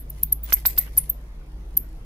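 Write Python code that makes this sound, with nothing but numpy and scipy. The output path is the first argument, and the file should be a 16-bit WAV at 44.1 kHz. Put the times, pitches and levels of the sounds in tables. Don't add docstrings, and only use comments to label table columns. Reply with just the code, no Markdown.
import sys
import numpy as np
from scipy import signal
from scipy.fft import rfft, irfft, next_fast_len
from scipy.io import wavfile
from scipy.ndimage import uniform_filter1d, map_coordinates

SR = 44100
rng = np.random.default_rng(int(sys.argv[2]) if len(sys.argv) > 2 else 0)


def unload_audio(sound):
    columns = np.transpose(np.atleast_2d(sound))
    steps = np.round(np.clip(columns, -1, 1) * 32767)
    wavfile.write(sys.argv[1], SR, steps.astype(np.int16))


N = 90404
TIME = np.arange(N) / SR

# (start [s], length [s], whistle ceiling [Hz], glide start [Hz], glide end [Hz],
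# whistle gain [dB], third harmonic gain [dB], its attack [s], rasp gain [dB], room send [dB])
BAT_CALLS = [(.0975, .0098, 15500, 13600, 11000, -25, -52, .001, -52, -22),
             (.2302, .0068, 15500, 14500, 11400, -4.5, -34, .006, -27.5, -20.5),
             (.3213, .0122, 14000, 13400, 10650, -7.5, -44, .006, -38, -24),
             (.4310, .0145, 15800, 15800, 13200, -22, -62, .006, -62, -13),
             (.5235, .0250, 14050, 14950, 11400, -5.5, -12, .0005, -34, -18),
             (.6532, .0235, 15200, 15100, 11500, -7.5, -13.5, .0005, -31, -11.5),
             (.7760, .0195, 15300, 15100, 11300, -6.5, -19, .0006, -27, -14.5),
             (.9728, .0195, 15200, 12700, 9950, -2.5, -36, .003, -26.5, -20),
             (1.0942, .0105, 15300, 14000, 11600, -9, -42, .006, -35, -20),
             (1.7681, .0108, 15200, 13800, 11250, -5.5, -27, .007, -25, -19)]
# (frequency [Hz], gain [dB])
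MIC_TREBLE = [(9000, -6), (10500, -10), (12500, -2.5), (14700, -14), (15400, -5.5), (16000, -10.5),
              (17000, -24.5)]
# (frequency [Hz], relative level [dB])
RASP_SPECTRUM = [(100, 15), (300, 6.5), (1200, 4.5), (3000, -3.5), (5000, 1.5), (8000, 2), (10000, 11),
                 (12000, 6), (16000, 2.5)]
def bat(flutter_db=1.5, flutter_rate=600):
    out, rasp = np.zeros((2, N)), noise(RASP_SPECTRUM)
    for (start, length, ceiling_hz, knee_hz, end_hz,
         whistle_db, harmonic_db, attack_s, rasp_db, room_db) in BAT_CALLS:
        t = np.clip(TIME - start, 0, length)
        hz = dive(t, length, knee_hz, end_hz) * (1 + .006 * wobble(flutter_rate))
        arch = np.abs(np.sin(np.pi * (t / length) ** 1.11)) ** .76
        pitch = np.minimum(hz, ceiling_hz)
        gain = amp(whistle_db + along(MIC_TREBLE, pitch) + flutter_db * wobble(flutter_rate))
        whistle = gain * arch * rough_tone(pitch, rough_db=-17)
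        tick = amp(harmonic_db) * folded_harmonic(hz, t, length, attack_s)
        out += mic_ports(whistle) + lean_right(tick, left_db=-24)
        out += lean_right(amp(rasp_db) * arch ** 7 * rasp, left_db=-2.5)
        out += near_reflections(whistle) + amp(room_db) * room_tail(whistle + amp(-9) * tick)
    return out


def dive(t, length, knee_hz, end_hz, start_hz=17170, dive_s=.001868, hook_hz=964, hook_s=.0014):
    glide = knee_hz + (end_hz - knee_hz) * t / length
    plunge = (start_hz - knee_hz) * np.exp(-t / dive_s)
    hook = hook_hz * np.exp((t - length) / hook_s)
    return glide + plunge - hook


# (pitch of the chirp [Hz], gain [dB])
MIC_ULTRASOUND = [(12800, -30), (13100, -21), (13400, -9), (13750, -20), (14000, -6), (14220, -17),
                  (14520, -2.5), (14850, -14), (15250, -14), (15550, -7), (15950, -13), (16400, -2),
                  (16800, 0), (17500, -3)]
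def folded_harmonic(hz, t, length, attack_s, release_s=.0031, converter_hz=48000):
    gate = ramp(t / attack_s) * ramp((length - t) / release_s)
    return amp(along(MIC_ULTRASOUND, hz)) * gate * rough_tone(converter_hz - 3 * hz, rough_db=-3)


def mic_ports(x, lag_s=1.3e-5):
    return filtered(x, lambda hz: np.exp(-2j * np.pi * hz * np.array([[0], [lag_s]])))


def click(start_s=.9685, level_db=-27, decay_s=.0008):
    t = TIME - start_s
    return amp(level_db) * (t > 0) * np.exp(-np.abs(t) / decay_s) * noise(RASP_SPECTRUM)


# (left [dB], right [dB])
REFLECTION_DB = [-12, -10]
def near_reflections(x, count=6, spread_s=.003):
    delays = (rng.random((2, count)) * spread_s * SR).astype(int) + 1
    copies = np.array([sum(np.roll(x, d) for d in side) for side in delays])
    return amp(REFLECTION_DB)[:, None] * copies / np.sqrt(count)


# (frequency [Hz], time to fall 60 dB [s])
ROOM_DECAY = [(500, .3), (3000, 0.076), (9000, 0.2), (12000, 0.17), (16000, 0.053)]
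# (frequency [Hz], gain [dB])
ROOM_RESPONSE = [(300, -11.5), (1300, -3.5), (2050, 11.5), (3100, 12), (4200, 8.5), (6000, 4), (9000, 14),
                 (11500, 1), (13200, 2.5), (15200, 23)]
def room_tail(x, build_s=.003):
    hz, t, spectra = signal.stft(rng.standard_normal((2, SR // 2)), SR, nperseg=256)
    decay = amp(-60 * t / along(ROOM_DECAY, hz)[:, None])
    tail = signal.istft(spectra * decay * ramp(t / build_s), SR, nperseg=256)[1]
    wet = signal.fftconvolve(x[None], tail / np.linalg.norm(tail[0]), axes=1)[:, :N]
    return filtered(wet, lambda hz: amp(along(ROOM_RESPONSE, hz)))


# (time [s], pitch [Hz], level [dB])
RESONANCE = [(.55, 2167, -50), (.58, 2200, -45.5), (.62, 2170, -86), (.68, 2055, -53), (.75, 2030, -69),
             (.81, 2040, -47.5), (.87, 1968, -54.5), (.93, 1935, -67.5)]
def faint_ring(width_hz=420):
    hz, level_db = curves(RESONANCE)
    bands = np.array([wobble(width_hz) * tone(hz) for side in range(2)])
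    sounding = (TIME > RESONANCE[0][0]) & (TIME < RESONANCE[-1][0])
    return amp(level_db) * sounding * bands


def lingering_echo(level_db=-36, t60=.097):
    chirp_band = [(9000, -35), (10700, 1), (12800, 5), (14500, -18), (16000, -29)]  # (Hz, dB)
    return amp(level_db - 60 * TIME / t60) * noise(chirp_band)


# (time [s], level [dB])
RUB_LEVEL = [(0, -66), (.12, -59), (.2, -55.5), (.31, -60), (.40, -70), (.45, -52), (.505, -39.5),
             (.55, -50.5), (.59, -44.5), (.64, -56.5), (.70, -41.5), (.75, -50), (.82, -43), (.91, -58),
             (.99, -48.5), (1.15, -62), (1.4, -67.5), (1.85, -61.5), (2.05, -66.5)]
# (frequency [Hz], relative level [dB])
RUB_SPECTRUM = [(300, -11), (1000, -9), (1500, -16), (2000, -2), (2500, -7), (3100, -9.5), (4200, -9.5),
                (5500, -9), (6500, -9.5), (8200, -12), (9700, -7), (11000, -6), (15000, -11)]
# (time [s], level [dB])
FLOOR_SCRAPES = [(0.496, -41), (0.575, -48.5), (0.874, -45)]
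# (frequency [Hz], relative level [dB])
SCRAPE_SPECTRUM = [(300, 9), (900, 2), (1500, 9), (2200, -2.5), (3000, 5.5), (5000, -23), (10000, -24.5),
                   (15000, -30.5)]
def scuffing(grain_db=2.5, grain_rate=300, scrape_s=.0148):
    rub_db, = curves(RUB_LEVEL)
    scrapes = sum(amp(db) * np.exp(-((TIME - s) / scrape_s) ** 2) for s, db in FLOOR_SCRAPES)
    grain = unit(amp(grain_db * wobble(grain_rate)))
    return grain * (amp(rub_db) * noise(RUB_SPECTRUM) + scrapes * noise(SCRAPE_SPECTRUM))


# (time [s], pitch [Hz], level before trim [dB])
MACHINE_DRONE = [(0.0, 36.4, -43), (0.3, 39.4, -90), (0.56, 36.5, -30), (0.61, 39, -45), (0.66, 37.68, -40),
                 (2.05, 36.8, -37)]
MACHINE_HUM = [(0.0, 53.2, -36.5), (0.05, 52.13, -37.5), (0.39, 53.25, -32.5), (1.23, 52.32, -37),
               (1.41, 53.97, -46.5), (1.57, 52.64, -35.5), (1.91, 52.4, -39.5), (2.05, 50.9, -47)]
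MACHINE_WHIR = [(0.0, 144.3, -49), (0.16, 142.9, -50.5), (0.19, 139.8, -66), (0.24, 148.3, -40),
                (0.3, 143.6, -52.5), (0.71, 150.6, -51), (1.23, 144.5, -53), (1.27, 142.2, -72.5),
                (1.35, 149.2, -56.5), (1.59, 153.3, -48.5), (1.73, 150.9, -65), (1.75, 151.7, -50.5),
                (2.0, 155.8, -55), (2.05, 156.8, -64)]
MACHINE_WHINE = [(0.0, 321.6, -68.5), (1.45, 301.9, -63.5), (1.56, 308, -57.5), (1.8, 311.2, -65),
                 (1.95, 320.1, -53.5), (2.05, 313.5, -71)]
def machine(waver_db=3.5, waver_rate=15.42):
    lows = machine_tone(MACHINE_HUM, trim_db=-.5) + machine_tone(MACHINE_DRONE, trim_db=-2.5)
    whir = amp(waver_db * wobble(waver_rate)) * machine_tone(MACHINE_WHIR, trim_db=-.5)
    whine = amp(waver_db * wobble(waver_rate)) * machine_tone(MACHINE_WHINE, trim_db=-2)
    return lows + whir + whine


def machine_tone(track, trim_db):
    hz, level_db = curves(track)
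    return amp(level_db + trim_db) * tone(hz)


# (frequency [Hz], relative level [dB])
AIR_SPECTRUM = [(12, -33.5), (20, 0), (53, -17.5), (96, -15), (293, -26), (459, -30), (849, -35),
                (4180, -49.5), (6180, -53), (7730, -62), (9950, -60.5), (14300, -74.5), (16000, -92.5)]
# (frequency [Hz], correlation [-1 to 1])
AIR_LIKENESS = [(60, 1.0), (180, 0.98), (550, 0.65), (1650, -0.39), (4970, -0.34), (15000, 0.09)]
def room_tone(level_db=-43.5):
    return amp(level_db) * noise(AIR_SPECTRUM, AIR_LIKENESS)


def noise(colour, likeness=((1000, 0),), patch_db=3):
    spectra = signal.stft(rng.standard_normal((2, N)), nperseg=512)[2]
    patches = uniform_filter1d(rng.standard_normal(spectra.shape[1:]), size=2, axis=0)
    patches = uniform_filter1d(patches, size=12, axis=1)
    patchy = signal.istft(spectra * amp(patch_db * unit(patches)), nperseg=512)[1][:, :N]

    def mid_side_gains(hz):
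        angle = np.arccos(np.clip(along(likeness, hz), -1, 1)) / 2
        return amp(along(colour, hz)) * [np.cos(angle), np.sin(angle)]

    mid, side = filtered(patchy, mid_side_gains)
    return unit(np.array([mid + side, mid - side]))


def rough_tone(hz, rough_db, rough_rate=2500):
    return tone(hz) + amp(rough_db) * wobble(rough_rate) * tone(hz)


def tone(hz):
    return np.sqrt(2) * np.sin(2 * np.pi * (np.cumsum(hz) / SR + rng.random()))


def wobble(rate):
    return map_coordinates(rng.standard_normal(N // 8), [TIME * rate], mode="wrap")


def filtered(x, response):
    size = next_fast_len(N + SR // 2)
    return irfft(rfft(x, size) * response(np.fft.rfftfreq(size, 1 / SR)), size)[..., :N]


def lean_right(x, left_db):
    return amp([[left_db], [0]]) * x


def along(points, hz):
    freqs, values = np.transpose(points)
    return np.interp(np.log(hz + 1), np.log(np.sort(freqs) + 1), values)


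def curves(rows):
    times, *columns = np.transpose(rows)
    return [np.interp(TIME, times, column) for column in columns]


def ramp(u):
    return np.sin(np.pi / 2 * np.clip(u, 0, 1)) ** 2


def amp(db):
    return 10 ** (np.asarray(db) / 20)


def unit(x):
    return x / np.sqrt(np.mean(x ** 2) + 1e-20)


def scene():
    return bat() + click() + faint_ring() + lingering_echo() + scuffing() + machine() + room_tone()


# (frequency [Hz], gain [dB])
RECORDER_ROLLOFF = [(15400, 0), (15900, -17.5), (16400, -21)]
def record(dry, limit_hz=16400):
    return filtered(dry, lambda hz: amp(along(RECORDER_ROLLOFF, hz)) * (hz < limit_hz))


dry = scene()
out = record(dry)
unload_audio(out)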